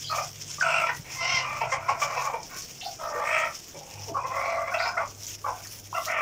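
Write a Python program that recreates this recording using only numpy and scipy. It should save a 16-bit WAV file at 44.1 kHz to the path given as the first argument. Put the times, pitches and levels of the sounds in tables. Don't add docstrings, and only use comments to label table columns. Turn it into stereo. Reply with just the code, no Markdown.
import sys
import numpy as np
from scipy import signal
from scipy.fft import rfft, irfft, next_fast_len
from scipy.io import wavfile

SR = 44100
rng = np.random.default_rng(int(sys.argv[2]) if len(sys.argv) > 2 else 0)


def rack_gain(trim_db):
    fader = np.asarray(trim_db, float)
    return 10 ** (fader / 20)


def int16_out(signal):
    q = np.round(np.clip(np.atleast_2d(signal).T, -1, 1) * 32767)
    wavfile.write(sys.argv[1], SR, q.astype(np.int16))


N = 273861

# time_s, effort_db, pitch_hz, beak_gape_db
SQUAWKS = [
    [(0.58, -41, 586, -16), (0.605, -64, 652, -18), (0.63, -41, 655, -2), (0.7, -37, 653, -1),
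     (0.78, -39, 660.7, 2.5), (0.845, -38, 647, -7)],
    [(1.15, -64, 535.4, -2), (1.22, -51, 512, 0.5), (1.3, -53, 532.7, 5.5), (1.37, -48.5, 517, 5.5),
     (1.45, -51.5, 506.7, -17)],
    [(2.07, -48.5, 578, 10.5), (2.13, -46, 562.7, 2), (2.18, -42, 494, 6), (2.22, -43.5, 550, -3.5),
     (2.27, -44, 563, 2), (2.315, -47.5, 474, -16)],
    [(2.985, -48, 670, -19), (3.02, -40, 625, -21), (3.1, -40.5, 594, -12), (3.2, -36.5, 584, -8),
     (3.35, -38, 630.3, 11), (3.44, -36, 627, 2), (3.52, -53, 584, -6)],
    [(4.32, -70, 559, -8), (4.34, -42, 554, -18), (4.4, -44, 542, 3.5), (4.52, -44.5, 558.7, 8),
     (4.61, -43, 579.7, -19), (4.655, -53, 592, -19)],
    [(6.06, -41, 575, -34), (6.09, -39.5, 709.5, 2.5), (6.15, -42, 670, 4), (6.21, -40, 602, -1.5)],
]
SQUAWK_HOARSENESS = [.55, .28, .6, .45, .25, .3]
# throat_over_chest_db, beak_over_chest_db, beak_hz, shrill_under_beak_db
SQUAWK_TRACT = [(7.5, 12, 2480, -26), (12.5, 16, 2050, -9.5), (8.5, -2.5, 2280, -14), (1, 0, 2140, -28),
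                (7.5, -0.5, 2200, -21.5), (6.5, 8, 2290, -46)]
# beak_width_below_hz, beak_width_above_hz, whistle_over_shrill_db, upper_beak_db
SQUAWK_COLOUR = [(280, 200, 0, -20), (170, 350, -34, -10), (600, 400, -18, -12), (600, 400, 3, -12),
                 (260, 250, -12, -20), (500, 400, -10, -14)]
# rate_per_s, one_pulse_s, level_swing_db, pitch_swing_share, every_other_pulse_db, uneven_rad
SQUAWK_RATTLE = [(51.5, .726, 4.5, .05, 0.1, .35), (45, 1.305, 3.0, .012, 0.1, .8),
                 (40, 2.18, 5.0, .05, 0.1, 1.0), (55, 3.347, 5.0, .04, 0.1, .6),
                 (46, 4.502, 6.5, .03, 2.5, .25), (46.5, 6.166, 4.5, -.09, 0.1, .25)]
REST_COLOUR = (560, 380, -6, -15)
REST_RATTLE = (47, 0.0, 4.5, .035, 0.1, .8)

# peak_s, chest_db, pitch_hz, throat_over_chest_db, beak_over_chest_db
CLUCKS = [(0.183, -37, 612, 11, 2.5), (.63, -47, 736, 16.5, 12), (.872, -47.5, 493, 13, 20.5),
          (.897, -48, 487.4, 18, 20.5), (1.617, -27.5, 461, -3.5, -2.5), (1.728, -31.5, 550, 7, 4),
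          (1.892, -27, 547.3, 5.5, 0.5), (2.025, -34, 597.3, 9.5, 7.5), (2.339, -28.5, 475.7, -1, -9.5),
          (2.835, -39, 782, -46, -42), (2.866, -34.5, 764, -17, -28), (3.752, -36, 598, -34, -18),
          (4.09, -36, 477.5, -40, -40), (4.248, -37, 530, 10.5, -6), (4.311, -40.5, 542, 12.5, -3),
          (4.68, -36.5, 568, 2.5, 3.5), (4.745, -33.5, 654.4, 1, 7), (4.803, -34.5, 701, 6, 6.5),
          (4.862, -42.5, 485, 14, 10.5), (4.979, -33.5, 691, 12, 2), (5.01, -45, 590.5, 20.5, 6.5),
          (5.952, -41, 695.5, 10, 5.5), (5.972, -33, 693.6, 0, -4), (5.985, -53, 560, 16, 1)]
CLUCK_HOARSENESS = [.55, .3, .5, .35, .55, .55, .55, .45, .3, .4, .35, .55, .7, .35, .5, .3, .6, .65, .65,
                    .65, .7, .2, .2, .2]
CLUCK_BEAK_HZ = [2350, 2580, 2470, 1826, 2450, 2160, 2260, 2350, 2335, 2335, 2335, 2335, 2335, 2100, 2335,
                 2160, 2360, 2200, 2335, 2100, 2335, 2750, 2060, 2335]
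YELPS = [
    (0.114, -58, 638, 30.5, 14.5),
    (4.159, -55.5, 571, 28.5, -9),
    (5.459, -53.5, 572, 29.9, 0),
]
YELP_HOARSENESS = 0.36

# start_s, length_s, chest_db, pitch_hz, throat_over_chest_db
OTHER_HEN = [(1.23, 0.2, -45, 688, 5), (1.45, 0.17, -48, 588, 8.5), (1.63, 0.59, -46, 670, 2),
             (4.35, .33, -38.5, 670, -8), (4.72, 0.24, -44, 710, 8), (2.52, 0.064, -64, 740, 18),
             (2.54, 0.29, -75, 370, -38), (3.82, 0.34, -54, 530, -17), (3.74, .12, -101, 784, 13),
             (4.2, 0.183, -63, 817, -11), (1.07, 0.11, -61.5, 480, 1), (.15, 0.105, -42, 700, -8),
             (5.5, 0.13, -52, 710, -3), (2.36, 0.078, -53.5, 470, 0), (3.0, 0.315, -55, 830, -13)]
OTHER_BEAK_DB = [8.5, 6, -4.5, -4, -17, 12, -12, -14.5, 10, 11.5, 11.5, -15, -18, -4, -6]
OTHER_BEAK_HZ = [2750, 2350, 2335, 2100, 2335, 2335, 2335, 2335, 2335, 2460, 2335, 2335, 2335, 2335, 2335]
OTHER_HOARSENESS = [.5, .5, .8, .45, .6, .95, .15, .85, .3, .3, .95, .6, .9, .25, .7]

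# rise_s, rise_db, hold_s, hold_loss_db, fall_s, fall_loss_db
CLUCK_SHAPE = (.014, 11, 0.013, 7.0, 0.045, 15)
YELP_SHAPE = (.02, 7.0, .04, -13.0, .022, 14.0)
MURMUR_SHAPE = (.03, 4.6, 0.707, 0.82, 0.31, 6.6)
# throat_hold_db, throat_fall_db, beak_hold_db, beak_fall_db
CLUCK_CLOSING = (2.0, 6.5, 5, 20)
YELP_CLOSING = (20.0, 8.0, 12.0, 8.0)
CLUCK_ARCH = (.1, .04, .16)
YELP_ARCH = (-.01, .15, .26)
MURMUR_ARCH = (.02, .0, .02)

# time_s, level_db
JET = [(0, -44.5), (.3, -42), (.6, -41), (.9, -47.5), (1.14, -38), (1.45, -45.5), (1.8, -49.5), (2.2, -42),
       (2.36, -45), (2.6, -39.5), (3.1, -41.5), (3.55, -38), (4.18, -44), (4.4, -42.5), (4.64, -48),
       (5.1, -45.5), (5.5, -46), (6.21, -42)]
# time_s, half_length_s, spatter_db, spray_db
SWEEPS = [(0.006, 0.045, 10.5, 6.5), (0.198, 0.09, 11, 10), (0.48, 0.095, 7, 1.5), (0.623, 0.026, 9.5, -3),
          (0.788, 0.14, 1, 4.5), (0.969, 0.032, 6.5, 11), (1.152, 0.044, 6, 3), (1.3, 0.066, -4, -7),
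          (1.376, 0.06, 7, 1), (1.596, 0.09, 7, 6.5), (1.728, 0.05, 12, 1), (1.905, 0.033, 9, 2),
          (2.03, 0.038, 14.5, 9), (2.247, 0.047, 6, 6), (2.587, 0.032, 5.5, 9), (4.252, 0.0075, -5, -8),
          (4.747, 0.036, 8, 12.5), (4.855, 0.054, 6, 5), (5.323, 0.15, 11.5, 12), (5.383, 0.024, -9.5, -13),
          (5.438, 0.038, -8, -2), (5.733, 0.13, 8, 14), (5.864, 0.094, -4, -3.5), (6.023, 0.091, 10.5, 14)]
# frequency_hz, level_db_per_hz
SPATTER = [(900, -10.5), (1400, -10), (1900, -7), (2500, -1.5), (3200, -1.5), (4200, -8), (5100, -4),
           (6000, 12.5), (7000, -4.5), (8300, -5.5), (9000, -22)]
SPRAY = [(8300, -30), (9500, 1), (10800, -13), (12000, -4), (13800, -14.5), (14900, -5.5), (15500, -5.5),
         (16000, -10)]
# time_s, peak_db, sharpness_db
DROPS = [(0.076, -53, -33), (0.16, -23, -28), (0.607, -40, -56), (0.9477, -33.5, 8), (1.2445, -31, -45),
         (1.9008, -31, -29), (2.021, -33, -29), (2.4315, -29.5, -30), (2.5438, -34, -18),
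         (2.6212, -28, -29), (3.588, -39, -20), (3.647, -46, -20), (4.714, -42, -21), (4.794, -52, -34),
         (5.0777, -33.5, -20), (5.267, -25, -20), (5.6717, -29, -11), (5.992, -46, -25),
         (6.055, -24.5, -31)]
# time_s, length_s,
# start_hz, end_hz, level_db
SQUIRTS = [(0.041, 0.023, 3250, 3300, -37), (2.81, 0.063, 3000, 5000, -41), (4.79, 0.1, 4800, 5150, -42.5),
           (0.598, 0.018, 5900, 4500, -42), (5.635, 0.0257, 2600, 1300, -52),
           (3.89, 0.091, 2800, 2600, -53.5), (4.78, 0.078, 3900, 4300, -43),
           (3.745, 0.024, 422, 374, -45.5), (4.07, 0.0468, 530, 295, -43), (3.1, 0.0593, 560, 600, -52.5),
           (3.15, 0.057, 460, 510, -42.5), (.97, .03, 348, 175, -51.5), (4.6, 0.0205, 1750, 1550, -53),
           (.065, .05, 4600, 5050, -40), (0.066, .045, 3950, 4350, -41.5), (0.027, 0.026, 5000, 4850, -45),
           (5.928, .012, 1040, 1080, -37), (4.44, 0.124, 4200, 4200, -54), (.61, 0.0058, 1640, 1500, -24),
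           (5.966, 0.0223, 1370, 1060, -33)]
SQUIRT_WIDTHS_HZ = [120, 500, 130, 90, 220, 350, 450, 40, 40, 50, 30, 30, 90, 160, 130, 150, 60, 300, 25,
                    25]

# frequency_hz, level_db_per_hz
RUMBLE = [(12, -39), (20, -1), (97, 2), (141, 4), (195, -5), (394, -2), (501, -5.5), (730, -7.5),
          (809, -14.5), (1200, -11), (1560, -16.5), (2640, -120)]
# time_s, level_db
PUMP = [
    (0, -50),
    (1.0, -62),
    (1.95, -51),
    (2.1, -99),
    (3.8, -104),
    (3.95, -43),
    (4.4, -52),
    (5.5, -48),
    (6.21, -52.5),
]
# time_s, firing_hz, level_db
ENGINES = [
    [(0.0, 139, -51), (0.88, 152.4, -54.5), (1.0, 133, -48)],
    [(0.95, 129.4, -62), (1.366, 129.6, -47.5), (2.35, 136.5, -54.5)],
    [(2.6, 149, -78), (2.734, 133.3, -65), (3.5, 150.8, -61)],
    [(3.7, 153, -59), (3.938, 150.3, -55), (4.3, 123, -52.5)],
]

# frequency_hz, left_over_right_db
PORTS = [(70, -0.5), (99, -1), (160, -0.5), (270, -2), (450, 1.5), (740, -4.5), (1220, -1.5), (2010, -10),
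         (3330, -5), (5500, -15), (9080, 0.5), (15000, -19)]
# frequency_hz, likeness_0_to_1
LIKENESS = [(60, 1), (300, 1), (700, 0.96), (1200, 0.4), (3000, 0), (5500, 0.06), (9000, 0), (15000, 0.37)]

BEAK_REST_HZ, CLUCK_SHRILL_DB = 2335, -21.5
THROAT_REST_HZ, THROAT_FOLLOWS = 1180, 0.53
GAPE_RAISES_HZ = 16
SPRAY_UNDER_DB, SPRAY_FOLLOWS = 13.5, 0.87
RUMBLE_DB, PUMP_HZ = -55, 100.6
YARD_T60_S, WALL_CUT_HZ, YARD_DB = 0.2, 8800, -5
LEFT_LAG = 6
TOP_HZ = 15760


def hens():
    out = np.zeros(N)
    for voice in [*squawks(), *clucks_and_yelps(), *far_murmurs()]:
        first, sound = call(*voice)
        out[first:first + len(sound)] += sound
    return signal.sosfilt(signal.butter(5, 480, "high", fs=SR, output="sos"), out + 1e-18)


def squawks():
    calls = zip(SQUAWKS, SQUAWK_TRACT, SQUAWK_HOARSENESS, SQUAWK_COLOUR, SQUAWK_RATTLE)
    return [(squawk_rows(rows, *tract[:3]), hoarse, tract[3], colour, rattle)
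            for rows, tract, hoarse, colour, rattle in calls]


def clucks_and_yelps():
    rest = CLUCK_SHRILL_DB, REST_COLOUR, REST_RATTLE
    voices = []
    for row, beak_hz, hoarse in zip(CLUCKS, CLUCK_BEAK_HZ, CLUCK_HOARSENESS):
        rows = shaped_rows(*row, beak_hz, CLUCK_SHAPE, CLUCK_CLOSING, CLUCK_ARCH)
        voices.append((rows, hoarse, *rest))
    for row in YELPS:
        rows = shaped_rows(*row, BEAK_REST_HZ, YELP_SHAPE, YELP_CLOSING, YELP_ARCH)
        voices.append((rows, YELP_HOARSENESS, *rest))
    return voices


def far_murmurs():
    voices = []
    calls = zip(OTHER_HEN, OTHER_BEAK_DB, OTHER_BEAK_HZ, OTHER_HOARSENESS)
    for (s, length_s, db, hz, throat_db), beak_db, beak_hz, hoarse in calls:
        rows = shaped_rows(s, db, hz, throat_db, beak_db, beak_hz,
                           MURMUR_SHAPE, np.zeros(4), MURMUR_ARCH, length_s)
        voices.append((rows, hoarse, CLUCK_SHRILL_DB, REST_COLOUR, REST_RATTLE))
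    return voices


def squawk_rows(rows, throat_db, beak_db, beak_hz):
    return [(s, db, throat_db, beak_db + gape, hz, beak_hz + GAPE_RAISES_HZ * gape)
            for s, db, hz, gape in rows]


def shaped_rows(s, db, hz, throat_db, beak_db, beak_hz, shape, closing, arch, stretch=1):
    rise_s, rise_db, hold_s, hold_db, fall_s, fall_db = shape
    times = s + np.cumsum([-rise_s, rise_s, hold_s * stretch, fall_s * stretch])
    chest = db - np.array([rise_db, 0, hold_db, hold_db + fall_db])
    throat = throat_db - np.cumsum([0, 0, closing[0], closing[1]])
    beak = beak_db - np.cumsum([0, 0, closing[2], closing[3]])
    pitch = hz * (1 - np.insert(arch, 1, 0))
    return np.transpose([times, chest, throat, beak, pitch, np.full(4, beak_hz)])


def call(rows, hoarse, shrill_db, colour, rattle):
    rattle_hz, pulse_s, swing_db, wobble, pair_db, uneven = rattle
    first, t, gate = span(rows[0][0], rows[-1][0], 0.0079, 0.013)
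    chest_db, throat_db, beak_db, pitch, beak_hz = in_time(rows, t)
    since = t - t[0]
    broken = np.clip(0.25 + since / 0.04, 0, 1)
    hoarse = hoarse * broken
    pitch = pitch * (1 - 0.0663 * np.exp(-since / 0.00744))

    flutter = 2 * np.pi * rattle_hz * (t - pulse_s) + uneven * drift(9.86, len(t))
    jitter = hoarse * 0.0253 * drift(28.5, len(t))
    turn = 2 * np.pi * np.cumsum(pitch * (1 + broken * wobble * np.cos(flutter) + jitter)) / SR
    throb = rack_gain(broken * (swing_db * np.cos(flutter) + pair_db * np.cos(flutter / 2)))

    out = 0
    for k in np.arange(2, 33) / 2:
        gain = tract(k * pitch, pitch, throat_db, beak_db, beak_hz, shrill_db, colour)
        spread_hz = 65 * np.sqrt(k)
        scatter = (drift(spread_hz, len(t)) + 1j * drift(spread_hz, len(t))) / np.sqrt(2)
        if k % 1 == 0:
            size = np.sqrt(1 - hoarse) + np.sqrt(hoarse) * scatter
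        else:
            size = 1.38 * hoarse * scatter
        out = out + gain * np.real(size * np.exp(1j * k * turn))
    return first, out * throb * gate * rack_gain(chest_db + 4.0)


def tract(hz, pitch, throat_db, beak_db, beak_hz, shrill_db, colour):
    below_hz, above_hz, whistle_db, upper_db = colour
    throat_hz = THROAT_REST_HZ + THROAT_FOLLOWS * (2 * pitch - THROAT_REST_HZ)
    chest = cavity(hz, 700, 260, 240)
    throat = rack_gain(throat_db) * cavity(hz, throat_hz, 400, 230)
    whistle = rack_gain(whistle_db) * cavity(hz, 7890, 570, 540)
    top = cavity(hz, 5330, 850, 1000) + whistle + rack_gain(-8.0) * cavity(hz, 4070, 1500, 480)
    upper_beak = rack_gain(upper_db) * cavity(hz, 3193, 160, 163)
    beak = cavity(hz, beak_hz, below_hz, above_hz) + rack_gain(shrill_db) * top + upper_beak
    return chest + throat + rack_gain(beak_db) * beak


def cavity(hz, centre_hz, below_hz, above_hz):
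    width_hz = np.where(hz < centre_hz, below_hz, above_hz)
    return 1 / (1 + ((hz - centre_hz) / width_hz) ** 2) ** 2


def jet():
    spatter_db, spray_db = jet_levels()
    sizes = rack_gain(3.12 * np.minimum(rng.exponential(1, (2, 2, N)), 6)) * rng.choice([-1, 1], (2, 2, N))
    impacts = rms_one(sizes * (rng.random((2, 2, N)) < 2600 / SR))
    source = impacts + 0.45 * rng.standard_normal((2, 2, N))
    wobble = drift(17.6, N)
    spatter = rack_gain(spatter_db - 4.5) * banded(SPATTER, source, wobble, patchy_db=3.0, count=4)
    spray = rack_gain(spray_db - 2.5) * banded(SPRAY, source, wobble, patchy_db=3.0, count=9)
    return spatter + spray


def jet_levels():
    t = np.arange(N) / SR
    spatter_db, = in_time(JET, t)
    usual_db = spatter_db.mean()
    spray_db = usual_db - SPRAY_UNDER_DB + SPRAY_FOLLOWS * (spatter_db - usual_db)
    for s, half_s, hard_db, fine_db in SWEEPS:
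        swell = np.exp(-((t - s) / half_s) ** 2)
        spatter_db = spatter_db + hard_db * swell
        spray_db = spray_db + fine_db * swell
    return spatter_db, spray_db


def drops():
    dull, sharp = np.zeros((2, N))
    dying = np.exp(-np.arange(800) / SR / 0.0035)
    for (s, peak_db, sharp_db), crack in zip(DROPS, rng.standard_normal((len(DROPS), 800))):
        first = int(s * SR)
        dull[first:first + 800] += rack_gain(peak_db + 5.0) * (crack * dying)[:N - first]
        sharp[first:first + 800] += rack_gain(peak_db + sharp_db - 23) * (crack * dying ** 2)[:N - first]
    body = signal.sosfilt(signal.butter(2, [4600, 7000], "band", fs=SR, output="sos"), dull + 1e-18)
    edge = signal.sosfilt(signal.butter(2, 8500, "high", fs=SR, output="sos"), sharp + 1e-18)
    return body + edge


def squirts():
    out = np.zeros(N)
    for (s, length_s, start_hz, end_hz, level_db), width_hz in zip(SQUIRTS, SQUIRT_WIDTHS_HZ):
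        first, t, gate = span(s, s + length_s, 0.0018, 0.011)
        turn = 2 * np.pi * np.cumsum(np.interp(t, [s, s + length_s], [start_hz, end_hz])) / SR
        noise = drift(width_hz, len(t)) * np.cos(turn) + drift(width_hz, len(t)) * np.sin(turn)
        out[first:first + len(t)] += rack_gain(level_db + 3.5 * drift(60, len(t))) * gate * noise
    return out


def yard(x):
    t = np.arange(int(0.5 * SR)) / SR
    hits = rng.standard_normal((3, len(t))) * (rng.random((3, len(t))) < 0.1)
    shared, *own = hits * rack_gain(-60 * t / YARD_T60_S) * (t > 0.003)
    apart = signal.sosfilt(signal.butter(1, 700, "high", fs=SR, output="sos"), own)
    echoes = apart + signal.sosfilt(signal.butter(1, 700, fs=SR, output="sos"), shared)
    echoes = signal.sosfilt(signal.butter(1, WALL_CUT_HZ, fs=SR, output="sos"), echoes)
    echoes = echoes / np.sqrt(np.sum(echoes ** 2) / 2)
    return signal.fftconvolve(x[None], echoes, axes=1)[:, :N]


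def hums():
    t = np.arange(N) / SR
    out = rack_gain(in_time(PUMP, t)[0] + 0.5 + 2.5 * drift(6, N)) * np.sin(2 * np.pi * PUMP_HZ * t)
    for rows in ENGINES:
        first, t, gate = span(rows[0][0], rows[-1][0], 0.057, 0.011)
        hz, level_db = in_time(rows, t)
        tone = np.sin(2 * np.pi * np.cumsum(hz) / SR)
        out[first:first + len(t)] += rack_gain(level_db + 2.0 + 4.3 * drift(46, len(t))) * gate * tone
    return out


def traffic_rumble():
    noise = rng.standard_normal((2, 2, N))
    return rack_gain(RUMBLE_DB + 2.5) * banded(RUMBLE, noise, drift(2.2, N), patchy_db=1.3, count=2)


def banded(spectrum, source, together, patchy_db, count):
    out = 0
    low_hz, high_hz = spectrum[0][0], spectrum[-1][0]
    edges = low_hz * 2 ** np.arange(0, np.log2(high_hz / low_hz) + 0.01, 1 / count)
    for k, (low, high) in enumerate(zip(edges, edges[1:])):
        band = signal.butter(2, [low, high], "band", fs=SR, output="sos")
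        mid, side = signal.sosfilt(band, source[k % 2])
        hz = np.sqrt(low * high)
        alike = np.clip(at_hz(LIKENESS, hz), 0, 1)
        flicker_db = patchy_db * (0.7 * together + 0.7 * drift(14, N))
        gain = rack_gain(at_hz(spectrum, hz) + flicker_db)
        apart = np.array([side, np.roll(side, N // 3)])
        out = out + gain * (np.sqrt(alike) * mid + np.sqrt(1 - alike) * apart)
    return rms_one(out)


def rms_one(x):
    return x / np.sqrt(np.mean(np.abs(x) ** 2) + 1e-20)


def in_time(rows, t):
    s, *columns = np.transpose(rows)
    return [np.interp(t, s, c) for c in columns]


def at_hz(points, hz):
    point_hz, value = np.transpose(points)
    return np.interp(np.log(hz + 1e-9), np.log(point_hz), value)


def drift(rate_hz, size):
    r = np.exp(-2 * np.pi * rate_hz / SR)
    noise = rng.standard_normal(size + 9000)
    return rms_one(signal.lfilter([1], [1, -2 * r, r * r], noise)[9000:])


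def span(t0, t1, rise_s, fall_s):
    first = int(t0 * SR)
    t = np.arange(first, min(int((t1 + fall_s) * SR), N)) / SR
    gate = np.clip((t - t0) / rise_s, 0, 1) * np.clip((t1 + fall_s - t) / fall_s, 0, 1)
    return first, t, np.sin(gate * np.pi / 2) ** 2


def scene():
    near = hens() + drops() + squirts()
    hum = hums()
    hum_from_one_side = np.array([np.roll(hum, 20), hum])
    return near + rack_gain(YARD_DB) * yard(near) + jet() + traffic_rumble() + hum_from_one_side


def roll_off(x):
    return signal.sosfilt(signal.butter(12, 16800, fs=SR, output="sos"), x)


def record(dry):
    size = next_fast_len(N + 4096)
    hz = np.fft.rfftfreq(size, 1 / SR)
    tilt = rack_gain(at_hz(PORTS, hz) / 2 * np.array([[1], [-1]]))
    late = np.exp(-2j * np.pi * hz * LEFT_LAG / SR * np.array([[1], [0]]))
    top = 1 / (1 + (hz / TOP_HZ) ** 200)
    mix = irfft(rfft(dry, size) * tilt * late * top, size)[:, :N]
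    return roll_off(mix)


dry = scene()
out = record(dry)
int16_out(out)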